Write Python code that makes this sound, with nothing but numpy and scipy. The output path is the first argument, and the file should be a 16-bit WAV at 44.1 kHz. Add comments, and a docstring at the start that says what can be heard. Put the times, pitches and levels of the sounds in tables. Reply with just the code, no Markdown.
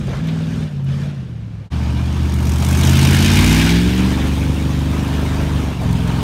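"""A muddy woodland track, along which an old V8 pickup churns.
Far off, its revs surge and coast; after a short dropout it draws near, passes close and pulls away.
The exhaust lopes on harmonics of the engine cycle over a noisy burble, and a leaking manifold spits in puffs.
Shaped noise makes the rush of fan and engine bay, sparse pops the crackling mud,
and short noise bursts the knocks and snapping twigs; soft noise is the wash of the woods."""
import sys
import numpy as np
from scipy import signal
from scipy.fft import rfft, irfft, next_fast_len
from scipy.io import wavfile
from scipy.ndimage import uniform_filter1d

SR = 44100
rng = np.random.default_rng(int(sys.argv[2]) if len(sys.argv) > 2 else 0)


def dump(signal):
    """Clip the signal to [-1, 1] and save it as 16-bit WAV at the path in sys.argv[1]."""
    limited = np.clip(np.atleast_2d(signal).T, -1, 1)
    pcm = np.round(limited * 32767).astype(np.int16)
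    wavfile.write(sys.argv[1], SR, pcm)


N = 274724
TIME = np.arange(N) / SR

# Tailpipe tone from five sides. Each row: multiple of the engine cycle, then relative level in dB
# far off, nearing, beside, leaving and easing off.
TAILPIPE_ORDERS = [(2, -39, -37, -24, -11.5, -14), (3, -23, -22, -1.5, 0.5, -3),
                   (4, -21, -15, -12, -7.5, -2.5), (5, -11, 2.5, -4, -6.5, -3.5),
                   (6, -20, -23, -17, -3, -0.5), (7, -24, -19, -25, -20, -16), (8, 0, -2, 0, -6, 0),
                   (9, -20, -19, -26, -17.5, -13), (10, -17, -15, -25, -12, -12.5),
                   (11, -12, -14, -5, -8, -5), (12, -22, -28, -19, -28, -14.5),
                   (13, -12.5, -11, -5.5, -13, -9), (14, -26, -24, -20, -23, -23),
                   (15, -33, -16, -29, -29, -34), (16, -29.5, -23, -10, -27, -26),
                   (17, -34, -23, -29, -22, -28), (18, -40, -22, -25, -31, -33),
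                   (19, -28, -21, -16, -30, -17), (20, -40, -29, -33, -28, -24),
                   (21, -38, -24, -25, -36, -23), (22, -41, -29, -36, -25, -37),
                   (23, -40, -33, -35, -35, -36), (24, -33, -27, -29, -33, -34)]
# Which of those sides is heard. Each row: time in seconds, side 0-4 in the order above.
SIDE_HEARD = [(.18, 4), (.25, 0), (.45, 0), (.53, 4), (.6, 4), (.68, 0), (1.69, 0), (1.71, 1), (3.05, 1),
              (3.5, 2), (3.85, 2), (4.25, 3), (5.7, 3), (5.9, 4)]
# Multiples that hold firm; the ones between them waver more.
FIRM_ORDERS = (3, 5, 8, 11, 13, 16)
# Cylinders of the leaking bank. Each row: place in the engine cycle 0-1, relative strength of the spit.
LEAKING_BANK = [(.02, .15), (.225, 1.0), (.6, .95), (.865, .85)]
# How directly the leak is heard. Each row: time in seconds, share 0-1.
LEAK_IN_VIEW = [(0, .2), (1.7, .1), (2.2, .25), (2.45, .75), (3.3, .75), (3.7, .5), (4.1, .25), (6.2, .2)]
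# How open the front wheel arch lies to the listener. Each row: time in seconds, share 0-1.
ARCH_OPENNESS = [(2.7, .02), (3.15, .12), (3.35, .42), (3.7, .6), (3.82, .25), (4.1, .03)]

# Noise colours. Each row: frequency in Hz, relative level in dB per Hz.
BURBLE_COLOUR = [(20, -42), (38, -22), (58, -3), (90, -3), (150, 0.5), (210, -4.5), (300, -13.5),
                 (420, -21), (700, -40.5), (1500, -77)]
FAN_COLOUR = [(150, -19.5), (340, 2), (450, 1), (520, -2.5), (640, 1), (760, -1), (890, 1.5), (1080, -1.5),
              (1300, -4.5), (1600, -15), (3000, -42)]
# Fan roar from far off; each row as above.
FAR_FAN_COLOUR = [(200, -10), (340, 2), (500, 1.5), (620, -.5), (780, -5), (1000, -8), (1300, -8),
                  (1700, -14), (3000, -45)]
# Engine bay heard from the front, then from the rear; each row as above.
BAY_FRONT_COLOUR = [(900, -30), (1350, -6), (1540, 0), (1750, -1), (1950, -5.5), (2320, 0), (2650, -4),
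                    (2900, -2), (3350, -4), (3650, -4), (4050, -7.5), (4800, -8.5), (5600, -15),
                    (8000, -55)]
BAY_REAR_COLOUR = [(900, -34), (1350, -3), (1600, 2), (2000, -2), (2300, -0.5), (2700, -1.5), (3100, -1),
                   (3700, -3), (4100, -6.5), (4900, -10), (5600, -17.5), (8000, -57)]
# Manifold hiss and still forest; each row as above.
HISS_COLOUR = [(3500, -42), (4900, -6), (5500, -1.5), (6500, -2), (7500, -6), (8900, -5), (9900, -8),
               (10450, -14), (11300, -8), (13000, -12.5), (15700, -15.5)]
FOREST_COLOUR = [(30, 0), (100, 6), (400, 2), (800, -2), (1600, -5), (3000, -11), (5000, -17), (8000, -26),
                 (15000, -41)]
# Soft ground swallows the distant upper exhaust. Each row: frequency in Hz, gain in dB.
GROUND_RESPONSE = [(30, -5), (60, 0), (200, .6), (270, -1), (330, -1), (420, -3.5), (550, -3), (900, 0)]
# Resonances under the bonnet. 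Each row: frequency in Hz, width in Hz, relative level in dB.
BONNET_RINGS = [(875, 55, -6), (2153, 90, -3), (2342, 90, 1), (2518, 70, -1), (2850, 200, 0),
                (3200, 250, -4), (3620, 150, -3.5), (4600, 200, -10)]
# The firing note booms on pipe resonances. Each row: frequency in Hz, half width in Hz, boost in dB.
PIPE_BOOMS = [(135.6, 3, 6.3), (171, 4.5, 3.5)]

# Body knocks and clods. Each row: start in seconds, level in dB, centre of the ring in Hz,
# time to die by 60 dB in seconds.
KNOCKS = [(.075, -29, 400, .45), (.13, -31, 1100, .25), (.283, -33, 2600, .12), (.79, -42, 600, .2),
          (3.755, -24, 2800, .25), (4.428, -24, 2100, .04), (4.96, -32, 1000, .2), (5.6, -19, 150, .3),
          (5.812, -27, 560, .35), (6.09, -32, 1100, .14)]
# Snapping twigs. Each row: start in seconds, relative level in dB.
TWIG_SNAPS = [(0.2714, -35), (0.844, -40), (2.3396, -23.5), (4.9127, -30), (5.0794, -29), (5.2144, -29),
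              (5.8127, -31), (5.9279, -27), (6.0751, -27)]

# Crankshaft speed far off, then on the way past. Each row: time in seconds, revolutions per minute.
SPEED_FAR = [(0.0, 2149), (0.13, 1970), (0.17, 1976), (0.21, 2415), (0.4, 2411), (0.58, 2416), (0.69, 2268),
             (0.76, 2106), (0.85, 2023), (1.12, 2178), (1.23, 1884), (1.42, 1674), (1.68, 1534)]
SPEED_NEAR = [(1.72, 1824), (1.89, 1765), (2.12, 1862), (2.5, 1820), (2.91, 2007), (3.2, 2079),
              (3.65, 2470), (3.97, 2830), (4.15, 2876), (4.65, 2953), (4.8, 2892), (4.93, 3000),
              (5.16, 2939), (5.43, 2987), (5.68, 2836), (5.87, 2581), (6.0, 2518), (6.23, 2701)]
# Presses of the pedal far off. Each row: start in seconds, release in seconds, depth 0-1.
PEDAL_PRESSES = [(-.2, .2, .85), (.21, .62, 1.0), (.85, 1.05, .95)]
# The throttle snaps shut and the exhaust falters. Each row: time in seconds, depth in dB, half width in seconds.
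THROTTLE_LIFTS = [(.695, 10, .022), (.82, 3, .02), (1.15, 5.5, .032), (1.668, 6, .03)]
# The tyres dig into soft mud. Each row: start in seconds, end in seconds, extra firing note in dB,
# extra roar and rush in dB.
MUD_DIGS = [(.06, .12, 0, 5.5), (3.96, 4.02, 2.5, 2.5), (4.92, 5.6, 0, 3), (5.86, 5.93, 6.5, 1.5),
            (6.06, 6.2, 1.5, 3)]
# Bark and rush sink as the engine drops its revs: time in seconds, depth in dB, half width in seconds.
REV_LULL = (5.775, 3.5, .04)
# The firing splutters at the gear change: time in seconds, depth in dB, half width in seconds.
GEAR_STUMBLE = (5.76, 6, .05)
# Base layer levels far off. Each row: coasting in dB, gain at full throttle in dB,
# change while easing off in dB, gain in dB per rpm above cruising.
FAR_LEVELS = {"lope": (-38, 9.5, 3.5, -.001), "firing": (-28, 6, -5.5, .007),
              "bark": (-33.2, 3.6, .5, .0085), "burble": (-32, .5, 1.5, .003), "fan": (-53, 12, 0, .001),
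              "bay": (-56, 14.5, .5, -.001), "hiss": (-66, 17.5, 2, -.002)}
# Base layer levels on the way past. Each row: before, beside and after in dB, arrival in seconds,
# swell time in seconds, start of leaving in seconds, fade time in seconds.
PASS_LEVELS = {"lope": (-21, -13.7, -19, 2.4, .28, 3.45, .25),
               "firing": (-23.8, -17.6, -29.5, 2.58, .22, 4.06, .06),
               "bark": (-25.5, -15.4, -29.2, 2.75, .27, 3.55, .55),
               "burble": (-28.8, -24.2, -25.2, 2.65, .1, 3.4, .2),
               "fan": (-37.5, -29.5, -36, 2.55, .12, 3.6, .15),
               "bay": (-39.2, -21, -39.5, 2.74, .16, 3.7, .26),
               "hiss": (-46.7, -28.3, -48.3, 2.53, .15, 3.55, .38)}

DROPOUT_S, EDGE_HZ, CRUISING_RPM = 1.699, 15730, 2000
PRESS_S, RELEASE_S = .018, .17  # time constants of the pedal
FAR_OFF = TIME < DROPOUT_S


def exhaust(cycles, uneven_db=.7, splutter_share=.5):
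    """Tailpipe and burble, heard first over a long stretch of soft ground, then from close by."""
    falter_db = sum(bump(TIME, *lift) for lift in THROTTLE_LIFTS)
    stumble_db = bump(TIME, *GEAR_STUMBLE)
    # under load in the mud the strength of the firing keeps changing
    strength_db = uneven_db * ~FAR_OFF * drift(60)
    # in the stumble the tone sinks while the noise swells
    tone = tailpipe(cycles) * gain_of(-stumble_db)
    splutter = burble(cycles) * gain_of(splutter_share * stumble_db)
    pipe = (tone + splutter) * gain_of(strength_db - falter_db)
    return np.where(FAR_OFF, filtered(pipe, GROUND_RESPONSE), pipe)


def tailpipe(cycles, waver_db=.8, loose_waver_db=1.8, jitter_cycles=.0018, lag_cycles=.17,
             far_smear=.17, front_smear=.12, rear_smear=.03):
    """Orders of the engine cycle; the uneven beat of one bank sets their phases and makes the lope."""
    coarse_time = TIME[::128]
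    orders, *sides = np.transpose(TAILPIPE_ORDERS)
    s, side = np.transpose(SIDE_HEARD)
    side_db = sum(np.outer(db, np.interp(coarse_time, s, side == k)) for k, db in enumerate(sides))
    size = gain_of(side_db)
    # order 8 is the firing note: lope below it, bark above it
    group = np.sign(orders - 8).astype(int) + 1
    for k, db in enumerate(exhaust_levels()):
        members = group == k
        size[members] *= gain_of(np.interp(coarse_time, TIME, db)) / np.linalg.norm(size[members], axis=0)
    firing_places = np.array([0, 2, 5, 7]) / 8  # one bank, in cycles
    turns = cycles + jitter_cycles * drift(70) - lag_cycles
    # many paths through the trees delay each order differently and smooth the distant pulses to a drone;
    # the pulses are sharpest once the pipe points at the listener
    near_smear = np.interp(TIME, [3.3, 4.3], [front_smear, rear_smear])
    smear = np.where(FAR_OFF, far_smear, near_smear)
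    tone = np.zeros(N)
    for order, order_size in zip(orders, size):
        bank_sum = np.exp(-2j * np.pi * order * firing_places).sum()
        phase = np.angle(bank_sum + .01) - np.pi / 2 + smear * (order - 8) ** 2
        unsteady_db = (waver_db if order in FIRM_ORDERS else loose_waver_db) * drift(18)
        level = np.interp(TIME, coarse_time, order_size) * gain_of(unsteady_db)
        tone += level * np.cos(2 * np.pi * order * turns + phase)
    return -np.sqrt(2) * tone


def burble(cycles, near_db=-3.8, distant_db=-3.0, throb=.3):
    """Uneven burning roughens the exhaust between its orders: noise that throbs with the puffs."""
    gas = rng.standard_normal(N) * (1 + throb * spits(cycles))
    trim_db = np.where(FAR_OFF, distant_db, near_db)
    return colour(gas, BURBLE_COLOUR) * gain_of(layer_db("burble") + trim_db)


def spits(cycles, rise=.02, fall=.085):
    """Each cylinder of the leaking bank lets out a puff, no two alike; rise and fall are in cycles."""
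    puffs = np.zeros(N)
    for place, strength in LEAKING_BANK:
        age = (cycles - place + rise) % 1
        puffs += strength * (1 - np.exp(-age / rise)) * np.exp(-age / fall)
    return evened(puffs * gain_of(1.2 * drift(45)))


def engine_rpm():
    """Speed of the crankshaft."""
    return follow(np.vstack([SPEED_FAR, SPEED_NEAR]))


def engine_hz():
    """Four-stroke cycles per second, two crank turns each."""
    return engine_rpm() / 60 / 2


def engine_cycles():
    """Running count of four-stroke cycles."""
    return np.cumsum(engine_hz()) / SR


def press(start, end):
    """A quick rise, a hold and a slow release, 0-1."""
    rise = 1 - np.exp(-np.maximum(TIME - start, 0) / PRESS_S)
    return rise * np.exp(-np.maximum(TIME - end, 0) / RELEASE_S)


def far_db(layer):
    """Far off, a layer's level follows the pedal and the engine speed."""
    coasting, full_gain, easing_change, per_rpm = FAR_LEVELS[layer]
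    throttle = np.max([depth * press(start, end) for start, end, depth in PEDAL_PRESSES], axis=0)
    s, side = np.transpose(SIDE_HEARD)
    easing = np.interp(TIME, s, side == 4)
    speed_db = per_rpm * (engine_rpm() - CRUISING_RPM)
    return coasting + full_gain * throttle + easing_change * easing + speed_db


def passing_db(layer):
    """A layer swells as its part of the truck draws level, then fades, quickly at first."""
    before, beside, after, arrives, swell, leaves, fade = PASS_LEVELS[layer]
    nearness = 1 / (1 + np.exp((arrives - TIME) / swell))
    gone = np.maximum(TIME - leaves, 0)
    return before + (beside - before) * nearness + (after - beside) * gone / (gone + fade)


def layer_db(layer):
    """A layer's base level: far off until the dropout, then driving past."""
    return np.where(FAR_OFF, far_db(layer), passing_db(layer))


def exhaust_levels(bark_share=.3):
    """Levels in dB of the lope below the firing note, the note itself and the bark above it."""
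    firing_hz = 8 * engine_hz()
    boom = sum(bump(firing_hz, hz, db, width) for hz, width, db in PIPE_BOOMS)
    load = sum(db * press(start, end) for start, end, db, _ in MUD_DIGS)
    bark = layer_db("bark") + bark_share * load - bump(TIME, *REV_LULL)
    return layer_db("lope"), layer_db("firing") + boom + load, bark


def noise_levels(bay_share=.7, hiss_share=.4):
    """Levels in dB of fan roar, engine bay rush and manifold hiss, lifted as the tyres dig in."""
    churn = sum(db * press(start, end) for start, end, _, db in MUD_DIGS)
    shares = (("fan", 1), ("bay", bay_share), ("hiss", hiss_share))
    return [layer_db(layer) + share * churn - bump(TIME, *REV_LULL) for layer, share in shares]


def truck_noise(cycles, fan_db=1.0, bay_db=.3, hiss_db=.87, far_hiss_db=-2.5, bay_pulse=.45,
                mud_share=.32, far_hz=6000, surge_db=.5):
    """Fan roar, engine bay rush and manifold hiss, throbbing with the leak and mixed with mud spray."""
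    fan, bay, hiss = map(gain_of, noise_levels())
    leak, puffs = follow(LEAK_IN_VIEW), spits(cycles)

    def air(pulse, patch_db):
        """Turbulence, partly gated by the puffs, with mud pops in it."""
        share = pulse * leak
        rushing = np.sqrt(1 - share + share * puffs ** 2) * patchy(patch_db)
        return (rushing + mud_share * crackle(450, 3.3)) * gain_of(surge_db * drift(40))

    blades = air(.25, 1.9)
    roar = np.where(FAR_OFF, gain_of(1.8) * colour(blades, FAR_FAN_COLOUR), colour(blades, FAN_COLOUR))
    # the body hides the engine bay once the truck has gone by
    front = np.interp(TIME, [1.65, 1.75, 3.7, 4.15], [.45, .95, .95, .03])
    draught = air(bay_pulse, 2.5)
    rush = front * colour(draught, BAY_FRONT_COLOUR) + (1 - front) * colour(draught, BAY_REAR_COLOUR)
    arch = follow(ARCH_OPENNESS)
    ringing = bonnet(air(bay_pulse, 2.5) + .75 * crackle(160, 3.0))
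    rush = np.sqrt(1 - arch) * rush + np.sqrt(arch) * ringing
    # distance through the trees dulls the hiss
    jet = colour(air(1.0, 2.2), HISS_COLOUR)
    softened = signal.lfilter(*signal.butter(1, far_hz, fs=SR), jet)
    dull = gain_of(far_hiss_db) * evened(softened)
    near = np.interp(TIME, [1.65, 1.8, 2.45], [.05, .3, .98])
    return (gain_of(fan_db) * fan * roar + gain_of(bay_db) * bay * rush
            + gain_of(hiss_db) * hiss * (near * jet + (1 - near) * dull))


def bonnet(x):
    """The cavity and panels of the engine bay ring in the draught."""
    rings = 0
    for hz, width, db in BONNET_RINGS:
        rings += gain_of(db) * evened(signal.lfilter(*signal.iirpeak(hz, hz / width, SR), x))
    return evened(rings)


def patchy(patch_db):
    """Turbulent noise whose colour shifts in brief patches."""
    spectrum = signal.stft(rng.standard_normal(N), nperseg=512)[2]
    field = rng.standard_normal(spectrum.shape)
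    field = uniform_filter1d(uniform_filter1d(field, size=3, axis=0), size=6, axis=1)
    return evened(signal.istft(spectrum * gain_of(patch_db * evened(field)))[1][:N])


def crackle(per_s, spread_db):
    """Sparse small pops of wet mud and leaves: noise bursts of random size that die at once."""
    size = gain_of(spread_db * np.minimum(rng.exponential(1, N), 4))
    size = size * (rng.random(N) < per_s / SR)
    power = signal.lfilter([1], [1, -np.exp(-1 / (.0007 * SR))], size ** 2)
    return evened(np.sqrt(power) * rng.standard_normal(N))


def knocks():
    """The body and the mud take dull, noisy blows: bursts of band-limited noise."""
    out, t = np.zeros(N), TIME[:SR // 3]
    for s, db, hz, t60 in KNOCKS:
        band = signal.butter(2, [hz * .55, hz * 1.5], "band", fs=SR, output="sos")
        body = signal.sosfilt(band, rng.standard_normal(len(t)))
        add(out, s, evened(body) * gain_of(db - 60 * t / t60) * (1 - np.exp(-t / .002)))
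    return out


def twigs(level_db=-5.0, t60=.04):
    """Short bright snaps under the tyres: noise bursts with the lows removed."""
    out, t = np.zeros(N), TIME[:SR // 8]
    for s, db in TWIG_SNAPS:
        add(out, s, gain_of(db + level_db - 60 * t / t60) * rng.standard_normal(len(t)))
    return signal.sosfilt(signal.butter(1, [4500, 12000], "band", fs=SR, output="sos"), out)


def forest(level_db=-52):
    """The soft wash of the woods behind everything."""
    return gain_of(level_db) * colour(rng.standard_normal(N), FOREST_COLOUR)


def gain_of(db):
    """Amplitude factor of a level in dB."""
    return 10 ** (np.asarray(db) / 20)


def evened(x):
    """Brings x to unit power."""
    return x / np.sqrt(np.mean(x ** 2) + 1e-20)


def follow(rows):
    """A curve of (seconds, value) drawn out over the whole sound."""
    s, value = np.transpose(rows)
    return np.interp(TIME, s, value)


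def bump(x, centre, height, width):
    """A bell-shaped rise around centre."""
    return height * np.exp(-((x - centre) / width) ** 2)


def drift(per_s):
    """Smooth random wander of unit size, with per_s turning points a second to draw on."""
    knots = rng.standard_normal(4096)
    wander = np.interp(TIME * per_s, np.arange(len(knots)), knots)
    return evened(uniform_filter1d(wander, int(SR / per_s / 2) + 1))


def filtered(x, points):
    """Passes x through a response given as (Hz, dB)."""
    size = next_fast_len(N + 4096)
    f, db = np.transpose(points)
    shape = np.interp(np.log(np.fft.rfftfreq(size, 1 / SR) + 1), np.log(f), db)
    return irfft(rfft(x, size) * gain_of(shape), size)[:N]


def colour(x, points):
    """Shapes x by a spectrum, at unit power."""
    return evened(filtered(x, points))


def add(mix, s, sound):
    """Lays a sound into the mix at s seconds."""
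    part = mix[max(round(s * SR), 0):][:len(sound)]
    part += sound[:len(part)]


def scene():
    """The truck, its blows and snaps, and the woods, in one channel."""
    cycles = engine_cycles()
    return (exhaust(cycles) + truck_noise(cycles) + knocks() + twigs() + forest())[None]


def record(dry, fade_s=.04, return_s=.028):
    """The sound dips to nothing and swiftly returns; the highest peaks are rounded; then the treble is cut."""
    gap = np.maximum((DROPOUT_S - TIME) / fade_s, (TIME - DROPOUT_S) / return_s).clip(0, 1) ** 1.5
    rounded = dry / (1 + (dry / .98) ** 8) ** (1 / 8)
    treble_cut = signal.firwin(1023, EDGE_HZ, window=("kaiser", 9), fs=SR)
    return signal.oaconvolve(rounded * gap, treble_cut[None], "same")


dry = scene()
out = record(dry)
dump(out)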